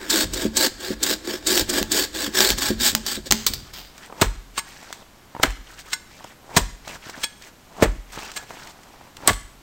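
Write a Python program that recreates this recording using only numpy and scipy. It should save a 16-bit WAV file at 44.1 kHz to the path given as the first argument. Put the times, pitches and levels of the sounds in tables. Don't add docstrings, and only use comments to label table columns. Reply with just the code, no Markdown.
import sys
import numpy as np
from scipy import signal
from scipy.io import wavfile
from scipy.ndimage import uniform_filter1d

SR = 44100
rng = np.random.default_rng(int(sys.argv[2]) if len(sys.argv) > 2 else 0)


def pcm_store(signal):
    levels = np.round(np.clip(np.atleast_2d(signal), -1, 1) * 32767)
    wavfile.write(sys.argv[1], SR, levels.astype(np.int16).T)


N = 424241
TIME = np.arange(N) / SR
AGE = TIME[:SR * 3 // 4]
LET_GO_S = .011

# t/s, length/s, rasp/dB, crunch/dB, hum/dB, groan/Hz, catch/dB
SAW_STROKES = [(0.005, 0.073, -40, -38.5, -41, 360, -45), (0.0987, 0.14, -18.5, -25.5, -24.5, 339, -13),
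               (0.3346, .13, -27, -32, -28.5, 353, -20), (0.568, 0.1, -18, -26, -23, 302, -9),
               (0.803, 0.13, -31, -37, -36.5, 375, -34), (1.0287, 0.11, -21.5, -29, -27, 351, -11),
               (1.25, .13, -31, -36.5, -32.5, 358, -38), (1.468, 0.15, -19, -28.5, -25, 359, -12.5),
               (1.693, .13, -24, -30, -25.5, 300, -16), (1.9168, .13, -18.5, -27, -25, 357, -10.5),
               (2.149, .125, -25.5, -32.5, -31.5, 348.4, -36), (2.35, 0.17, -18.5, -25, -28, 392, -29),
               (2.583, 0.13, -23, -29, -34, 290, -22), (2.81, 0.094, -16.5, -26.5, -32.5, 250, -25),
               (3.064, 0.1, -25, -34.5, -44, 237, -24), (3.262, 0.017, -30.5, -40, -37, 236, -36)]
# f/Hz, level/dB
RASP_EQ = [(1200, -27.5), (2300, -3.5), (3200, 9), (4500, 11), (6000, 0.5), (8300, 4.5), (9300, -1.5),
           (10500, -9), (12500, 0), (15300, 2.5), (16500, 5)]
# f/Hz, level/dB, t60/s
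LOG_MODES = [(98, -21, 0.1), (174, -8.5, 0.087), (221, -10, 0.27), (294, -0.5, 0.081), (354.3, -1, 0.096),
             (419, -2.5, 0.027), (529.4, -5, 0.071), (631, -12.5, 0.12)]
# f/Hz, level/dB
SNAP_EQ = [(150, -7), (400, -7.5), (1500, -4), (4000, 0.5), (8000, -2), (10500, -22), (15000, -5.5)]
# f/Hz, level/dB, t60/s
BLADE_MODES = [(2326, -11, 0.19), (3230, -11.5, .12), (3720, -9.5, 0.51), (4560, -12, 0.2),
               (4690, -5, 0.36), (4770, -5, 0.28), (4920, -3, 0.35), (5240, 1, 0.13), (6640, -23, 0.11),
               (8100, -9, .17), (12400, -9, .1), (14300, -7, .1), (15200, -9, .06)]
# f/Hz, level/dB
SOIL_EQ = [(700, -8), (1500, 2), (2500, 0.5), (4500, -1.5), (8200, -2.5), (10000, -19), (15000, -13.5)]
# f/Hz, level/dB
CLOTH_EQ = [(100, -4.5), (300, -2), (550, -2.5), (880, 3), (1150, -4), (1600, -13), (2500, -23.5),
            (6000, -41)]
# t/s, grit/dB, grit hold/s, roots/dB, roots hold/s, thud/dB, ring/Hz, ring/dB,
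# ground boom/dB, sleeve swish/dB
SHOVEL_STABS = [(4.213, -12.5, 0.0074, -12, 0.015, -10, 1692, -21.5, -21.5, -35),
                (5.4298, -12.5, 0.0053, -9, 0.007, -13, 1660, -39, -24.5, -39),
                (6.564, -10.5, 0.016, -11.5, 0.012, -11.5, 966, -17, -24.5, -34.5),
                (7.8215, -20, 0.018, -14, 0.0022, -6, 445, -15, -19.5, -33.5),
                (9.2768, -13.5, 0.0011, -15, 0.024, -16, 1134, -14, -28.5, -33.5)]
# f/Hz, level/dB, t60/s
SHOVEL_MODES = [(917, -7, 0.19), (1500, -13, 0.48), (1580, -8, .14), (1690, -9.5, 0.41), (2060, 0, .1),
                (2516, -10, 0.18), (3200, -11.5, 0.1), (3354, 1.5, .1), (4066, -5, 0.13), (4620, 4.5, 0.08),
                (5450, 4, 0.074), (6220, -12, 0.055), (6740, 0, 0.15), (7420, 1.5, 0.13),
                (8140, 9.5, 0.086), (12000, 2.5, 0.06)]


def gain_of(db):
    return 10 ** (np.asarray(db) / 20)


def evened(x):
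    return x / np.sqrt(np.mean(x ** 2) + 1e-20)


def peaked(x, size=130):
    return x / np.sqrt(uniform_filter1d(x ** 2, size).max() + 1e-20)


def read(points, hz):
    f, value = np.transpose(points)
    return np.interp(np.log(hz + 1), np.log(f + 1), value)


def add(mix, s, sound):
    part = mix[max(round(s * SR), 0):][:len(sound)]
    part += sound[:len(part)]


def through(x, response):
    return signal.oaconvolve(x, response)[:len(x)]


def colour(x, spectrum, size=4096):
    log_gain = np.log(gain_of(read(spectrum, abs(np.fft.fftfreq(size, 1 / SR)))))
    taps = np.fft.ifft(np.exp(signal.hilbert(log_gain).conj())).real[:size // 2]
    return through(x, taps / np.linalg.norm(taps))


def ring(modes):
    out = sum(gain_of(db - 60 * AGE / t60) * np.sin(2 * np.pi * hz * AGE + k * k)
              for k, (hz, db, t60) in enumerate(modes))
    return out / np.linalg.norm(out)


def struck(modes, damping=1):
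    return ring([(hz, db + 1.5 * rng.standard_normal(), t60 / damping) for hz, db, t60 in modes])


def body(peaks):
    return ring([(hz, db + 10 * np.log10(width), np.log(1000) / np.pi / width)
                 for hz, width, db in peaks])


def resonate(x, hz, width_hz):
    turn = np.exp(2j * np.pi * np.cumsum(hz) / SR)
    radius = np.exp(-np.pi * width_hz / SR)
    return 2 * (turn * signal.lfilter([1 - radius], [1, -radius], x / turn)).real


def tone(hz, t60):
    attack = 1 - np.exp(-AGE / 0.00015)
    return np.sqrt(2) * np.sin(2 * np.pi * hz * AGE) * gain_of(-60 * AGE / t60) * attack


def wander(hz):
    return evened(signal.sosfilt(signal.butter(2, hz, fs=SR, output="sos"), rng.standard_normal(N)))


def grains(samples, per_s, spread_db):
    size = gain_of(spread_db * np.minimum(rng.exponential(1, samples), 4))
    return evened(size * rng.standard_normal(samples) * (rng.random(samples) < per_s / SR))


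def burst(rise, hold, fall, linger_db=-60, linger=0.022):
    late = np.maximum(AGE - hold, 0)
    decay = np.exp(-late / fall) + gain_of(linger_db) * np.exp(-late / linger)
    return np.minimum(AGE / rise, 1) * decay * grains(len(AGE), 20000, 3.53)


def swell(s, length, rise, fall, arch_db=0, skew=1):
    t = TIME[::16]
    along = np.clip((t - s) / length, 0, 1) ** skew
    outside = np.maximum(s - t, 0) / rise + np.maximum(t - s - length, 0) / fall
    arch = gain_of(-arch_db * (2 * along - 1) ** 2)
    return np.interp(TIME, t, np.exp(-np.minimum(outside, 20)) * arch)


def movements(rows, **shape):
    power = sum(gain_of(levels)[:, None] ** 2 * swell(s, length, **shape) ** 2
                for s, length, *levels in rows)
    return np.sqrt(power)


def in_cut(end_s=3.2):
    return np.exp(-np.clip((TIME - end_s) / LET_GO_S, 0, 20))


def forest_air():
    # f/Hz, level/dB
    air_eq = [(20, -2), (45, -1), (100, -4.5), (220, -5), (480, -11), (950, -11), (2500, -17.5),
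              (7700, -22.5), (10000, -29), (13500, -25.5), (15800, -31)]
    return colour(rng.standard_normal(N), air_eq)


def steel_rasp(tearing, speed):
    # f/Hz, width/Hz, level/dB
    kerf_peaks = [(3310, 480, -17), (3860, 23, -4.5), (4430, 26, -0.5), (4795, 51, 0), (5190, 110, 2.5),
                  (5840, 42, -11.5), (6610, 72, 3), (7170, 65, 5), (8010, 98, -1)]
    flex = sum(resonate(tearing, hz * np.exp(.1 * wander(7)), 300) for hz in (3700, 4900, 7400))
    held = through(tearing, body(kerf_peaks))
    bending = evened(colour(flex, RASP_EQ))
    steel = evened(colour(tearing, RASP_EQ) + gain_of(-3.5) * held + gain_of(-6) * bending)
    dull = signal.sosfiltfilt(signal.butter(2, 7000, fs=SR, output="sos"), steel)
    return dull + 1.36 * speed * (steel - dull)


def fibre_crunch(tearing, note_hz=895.4, sag_hz_per_s=17.6):
    # f/Hz, level/dB
    fibre_eq = [(300, -7.5), (650, -8), (1250, 3), (1700, 4), (2600, -4), (3400, -20.5), (7000, -33)]
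    # f/Hz, width/Hz, level/dB
    trunk_peaks = [(1148, 33, 2.5), (1620, 144, 15.5), (1824, 240, 0), (2395, 25, 7)]
    note = evened(resonate(tearing, note_hz - sag_hz_per_s * TIME, 19))
    return evened(colour(tearing, fibre_eq) + through(tearing, body(trunk_peaks)) + gain_of(-9) * note)


def log_hum(tearing, groan_width_hz=55):
    hum_eq = [(100, -12), (210, -3.5), (320, 3), (620, 4), (1500, -11.5), (4000, -42)]
    wood = evened(colour(through(tearing, ring(LOG_MODES)), hum_eq))
    arch = [(s + u * length, hz * (1 - 0.32 * (u - .5) ** 2))
            for s, length, *_, hz, _ in SAW_STROKES for u in np.linspace(0, 1, 5)]
    groan_hz = np.interp(TIME, *np.transpose(arch))
    groan = evened(resonate(resonate(tearing, groan_hz, groan_width_hz), groan_hz, groan_width_hz))
    return evened(wood + gain_of(-1) * groan)


def sawing(top_tooth_hz=420, chatter_db=2.33):
    # rasp/dB, crunch/dB, hum/dB
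    turn_db = (-54, -52, -46)
    strokes = [row[:5] for row in SAW_STROKES]
    biting = movements(strokes, rise=.008, fall=LET_GO_S, arch_db=5.5, skew=1.2)
    coasting = movements(strokes, rise=.022, fall=.022, arch_db=5.5, skew=1.2)
    rasp, crunch, hum = biting + gain_of(-14) * coasting + gain_of(turn_db)[:, None] * in_cut()
    speed = uniform_filter1d(rasp / rasp.max(), size=2000).clip(1e-4) ** .25
    teeth = 1 + 0.13 * np.cos(2 * np.pi * np.cumsum(top_tooth_hz * speed) / SR)
    tearing = evened(grains(N, 16000, 2.4) * teeth * gain_of(chatter_db * wander(120) + wander(25)))
    out = (gain_of(-1.9) * rasp * steel_rasp(tearing, speed)
           + gain_of(-2.5) * crunch * fibre_crunch(tearing)
           + gain_of(-3) * hum * log_hum(tearing))
    catch_eq = [(1000, -17), (2800, -13), (4000, 0.5), (6000, -2.5), (8000, 1.5),
                (10500, -17), (15000, -9.5)]
    for s, *_, db in SAW_STROKES:
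        catch = colour(burst(0.0026, .011, 0.0035), catch_eq)
        add(out, s - .001, gain_of(db - 3) * peaked(catch))
    return out


def wood_knock(response):
    blow = np.exp(-AGE / 0.00053) * (1 - np.exp(-AGE / 0.0006))
    return peaked(through(blow, response))


def rocking_log():
    # t/s, knock/dB, ground shake/dB
    knocks = [(.243, -28, -34.5), (0.451, -12.5, -39), (.904, -18, -48), (1.614, -31, -36.5),
              (1.812, -20.5, -39), (1.960, -27.5, -66), (2.277, -26, -58), (2.404, -24, -52),
              (2.505, -23.5, -33.5), (2.703, -14, -34), (2.93, -29, -41), (3.174, -27, -46),
              (3.309, -22.5, -39), (3.50, -35.5, -37.5), (3.575, -43, -54)]
    out = np.zeros(N)
    for s, db, _ in knocks:
        add(out, s, gain_of(db - 1) * wood_knock(struck(LOG_MODES)))
    jolts, = movements([(s, .01, db) for s, _, db in knocks], rise=.012, fall=0.14)
    shake = np.hypot(jolts, gain_of(-51.5) * in_cut())
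    rumble_eq = [(15, -12), (30, -14), (48, 8), (65, -11), (88, -5.5), (130, -13),
                 (400, -22), (2000, -117)]
    return out + gain_of(2.8) * shake * colour(rng.standard_normal(N), rumble_eq)


def snapping_fibres():
    # t/s, level/dB
    snaps = [(1.5302, -19), (1.5762, -8.5), (1.8281, -14), (2.4053, -2), (2.5035, -7), (2.9505, -5),
             (3.3082, -12), (3.3116, -0.5), (3.3224, 1)]
    # f/Hz, level/dB, t60/s
    piece_modes = [(183, -8.5, 0.13), (220.8, 3.5, 0.3), (290, -6, 0.072), (407, -10, 0.41),
                   (598, -8, 0.38), (865, 4, 0.14), (1000, -11, 0.18)]
    out = np.zeros(N)
    for s, db in snaps:
        crack = burst(0.00014, 0.0012, 0.00029, -19, .014)
        wood = through(crack, struck(piece_modes))
        add(out, s, gain_of(db) * peaked(colour(crack, SNAP_EQ) + gain_of(-17) * wood))
    add(out, 3.323, gain_of(-23) * wood_knock(ring(piece_modes)))
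    return out


def blade_clinks():
    # t/s, level/dB
    clinks = [(3.0637, -18), (3.4646, -6.5), (3.5356, -18.5), (3.7359, -33)]
    out = np.zeros(N)
    for s, db in clinks:
        hit = burst(0.0013, 0.001, 0.0029, -6, 0.013)
        click = colour(hit, RASP_EQ) + colour(hit, SNAP_EQ)
        add(out, s, gain_of(db) * peaked(click + gain_of(-7.5) * through(hit, ring(BLADE_MODES))))
    return out


def blade_slides():
    # t/s, length/s, level/dB
    slides = [(3.345, 0.063, -40), (3.475, 0.054, -38.5), (3.738, 0.047, -37.5)]
    rub, = movements(slides, rise=0.0052, fall=0.07)
    contact = grains(N, 7000, 3.6)
    hiss_eq = [(900, 0), (1900, -2), (3500, 4), (7500, -6), (10500, -17), (12500, -10), (14500, -6)]
    shimmer = through(contact, ring(BLADE_MODES))
    return rub * evened(colour(contact, hiss_eq) + gain_of(-6) * shimmer)


def crumbling_soil(clump_db=2.5, hollow_hz=1600):
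    crumb_edges = (100, 1100, 2000, 3600, 6500, 18000)
    crumbs = np.zeros(N)
    for edges in zip(crumb_edges, crumb_edges[1:]):
        band = signal.butter(2, edges, "bandpass", fs=SR, output="sos")
        crumbs += signal.sosfilt(band, grains(N, 2500, 1.9) * gain_of(clump_db * wander(25)))
    hollow = evened(resonate(crumbs, hollow_hz * np.exp(0.3 * wander(5.6)), 380))
    return evened(evened(colour(crumbs, SOIL_EQ)) + gain_of(-5) * hollow)


def rustling():
    # t/s, length/s, soil/dB, cloth/dB
    shifts = [(3.65, 0.059, -48, -64), (3.95, 0.059, -50.5, -59), (4.03, 0.031, -42, -50),
              (4.66, 0.29, -47, -54), (4.96, 0.066, -52, -51), (5.67, 0.08, -46.5, -59),
              (5.787, 0.027, -42, -54), (5.86, 0.042, -45.5, -59), (6.1, 0.23, -50.5, -54.5),
              (6.872, 0.093, -39.5, -42.5), (7.035, 0.071, -42, -49), (7.135, 0.081, -43, -46.5),
              (7.42, .07, -46, -51), (8.125, 0.18, -38.5, -43.5), (8.34, 0.1, -45, -46.5),
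              (8.49, 0.22, -45, -48), (8.7, 0.39, -57, -53)]
    soil = crumbling_soil()
    cloth = evened(colour(grains(N, 800, 1.35) * gain_of(2 * wander(40)), CLOTH_EQ))
    crumbling, rubbing = movements(shifts, rise=0.02, fall=0.011, arch_db=2)
    swish = sum(gain_of(db) * swell(s - .01, .01, rise=0.045, fall=.005) for s, *_, db in SHOVEL_STABS)
    return (crumbling + gain_of(-7) * swish) * soil + (rubbing + swish) * cloth


def one_shots(cues, spectrum, *shape):
    out = np.zeros(N)
    for s, db in cues:
        add(out, s, gain_of(db) * peaked(colour(burst(*shape), spectrum)))
    return out


def twig_cracks():
    # t/s, level/dB
    twigs = [(3.9793, -31), (4.927, -17.5), (5.505, -24), (5.7902, -30), (6.2423, -28), (6.8781, -22.5),
             (7.097, -24), (7.422, -30.5), (8.316, -24), (8.3738, -17.5), (8.672, -28.5), (8.833, -35.5),
             (9.1682, -26.5), (9.332, -20)]
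    return gain_of(-7.5) * one_shots(twigs, SOIL_EQ, 0.00013, 0.0015, 0.0022, -15.5, 0.033)


def jacket_flaps():
    # t/s, level/dB
    flaps = [(4.099, -36), (4.125, -29.5), (4.904, -36), (5.349, -27.5), (5.364, -28), (5.397, -22.5),
             (6.206, -39), (6.245, -32.5), (6.492, -38), (6.515, -36), (6.875, -31.5), (7.093, -32),
             (8.175, -27.5), (8.505, -30), (9.01, -39), (9.234, -34)]
    return one_shots(flaps, CLOTH_EQ, 0.00065, 0.0021, 0.0019, -19, 0.012)


def soil_lead_in(mix, s, db, crumbs):
    add(mix, s - 0.05, gain_of(db) * peaked(colour(crumbs, SOIL_EQ)[:SR // 20][::-1]))


def shovel_stabs():
    # f/Hz, level/dB
    grit_eq = [(1500, -18), (3300, 0), (5000, -3), (8200, -1), (9800, -17), (12500, -11), (15500, -11)]
    # f/Hz, level/dB
    root_eq = [(300, -12), (600, -12), (900, 0), (1250, -3.5), (1650, 0), (2500, -6), (4000, -14.5),
               (9000, -46)]
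    # f/Hz, level/dB
    thud_eq = [(30, -27), (85, 0), (165, -2.5), (290, -1.5), (460, -3.5), (700, -6), (1300, -21),
               (4000, -70)]
    # t/s, level/dB
    clods = [(4.233, -26), (5.444, -22), (7.061, -37.5), (7.176, -36.5), (7.842, -21), (7.856, -19),
             (9.304, -18)]
    out = one_shots(clods, thud_eq, 0.00041, 0.0054, 0.0053)
    for s, grit_db, grit_s, roots_db, roots_s, thud_db, ring_hz, ring_db, *_ in SHOVEL_STABS:
        soil_lead_in(out, s, -34.5, burst(.001, .002, 0.0095))
        grit = burst(0.00098, grit_s, 0.0018, -5.5, 0.018)
        buried_steel = through(grit, struck(SHOVEL_MODES, damping=1.8))
        roots = colour(burst(0.0039, roots_s, 0.0008, -8, 0.023), root_eq)
        thud = colour(burst(0.0035, 0.0033, 0.0044, -6.5, 0.02), thud_eq)
        add(out, s, gain_of(grit_db) * peaked(colour(grit, grit_eq) + gain_of(-15) * buried_steel))
        add(out, s + 0.00105, gain_of(roots_db) * peaked(roots))
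        add(out, s + 0.00097, gain_of(thud_db) * peaked(thud))
        add(out, s + 0.00298, gain_of(ring_db) * tone(ring_hz, t60=0.095))
    return out


def ground_booms(hz=42, sag_hz=12, travel_s=0.0442, echo_s=0.13):
    phase = 2 * np.pi * np.cumsum(hz + sag_hz * np.exp(-AGE / 0.014)) / SR
    first = np.exp(-(AGE / 0.047) ** 2)
    echo = gain_of(-14) * np.exp(-((AGE - echo_s) / 0.015) ** 2)
    tail = gain_of(-13.5) * np.exp(-AGE / 0.15)
    wave = gain_of(-14.5) * np.sin(2 * phase) * first - np.sin(phase) * (first + echo + tail)
    boom = peaked(wave * (1 - np.exp(-AGE / 0.011)), size=1000)
    out = np.zeros(N)
    for s, *_, boom_db, _ in SHOVEL_STABS:
        add(out, s + travel_s, gain_of(boom_db) * boom)
    return out


def shovel_draws():
    # t/s, scrape/dB, scrape hold/s, ring/Hz, ring/dB, ring t60/s
    draws = [(4.5762, -19.5, .018, 1117, -20, 0.046), (5.9294, -17, 0.0073, 1496, -37, 0.26),
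             (7.2338, -18, 0.01, 3350, -27, 0.12), (8.3616, -27, .016, 1690, -37, 0.22)]
    out = np.zeros(N)
    for s, db, hold, ring_hz, ring_db, t60 in draws:
        soil_lead_in(out, s, db - 14, burst(0.00063, 0.0021, 0.012))
        scrape = burst(0.00054, hold, 0.003, -15, 0.01)
        steel = through(scrape, struck(SHOVEL_MODES, damping=1.7))
        add(out, s, gain_of(db) * peaked(colour(scrape, SOIL_EQ) + gain_of(-2.5) * steel))
        add(out, s + 0.00287, gain_of(ring_db) * tone(ring_hz, t60))
    return out


def stone_ticks():
    # t/s, level/dB, ring/Hz
    stones = [(9.2749, -3, 7950), (5.4326, -16.5, 3100)]
    tick_eq = [(2000, 0), (7000, 1), (9000, 4.5), (15000, -4.5)]
    out = np.zeros(N)
    for s, db, hz in stones:
        tick = colour(burst(0.00046, .002, 0.00066), tick_eq)
        add(out, s, gain_of(db) * peaked(tone(hz, t60=0.023) + tick))
    return out


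def forest_echo(x):
    # f/Hz, t60/s
    decay_times = [(100, 0.68), (500, 0.3), (2000, 0.57), (7000, 0.55), (15000, 0.27)]
    taps = rng.standard_normal(SR) * (rng.random(SR) < 2500 / SR) * np.minimum(TIME[:SR] / 0.0017, 1)
    hz, t, bands = signal.stft(taps, SR, nperseg=256)
    decay = gain_of(-60 * t / read(decay_times, hz)[:, None])
    tail = signal.istft(bands * decay, SR, nperseg=256)[1]
    return through(x, tail / np.linalg.norm(tail))


def scene():
    saw = sawing() + rocking_log() + snapping_fibres() + blade_clinks() + blade_slides()
    foley = rustling() + twig_cracks() + jacket_flaps()
    shovel = shovel_stabs() + ground_booms() + shovel_draws() + stone_ticks()
    work = saw + foley + shovel
    return (work + gain_of(-50.5) * forest_air() + gain_of(-18.5) * forest_echo(work))[None]


def record(dry):
    low_pass = signal.firwin(511, 15900, window=("kaiser", 9), fs=SR)
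    return signal.oaconvolve(np.clip(dry, -1, 1), low_pass[None], "same")


dry = scene()
out = record(dry)
pcm_store(out)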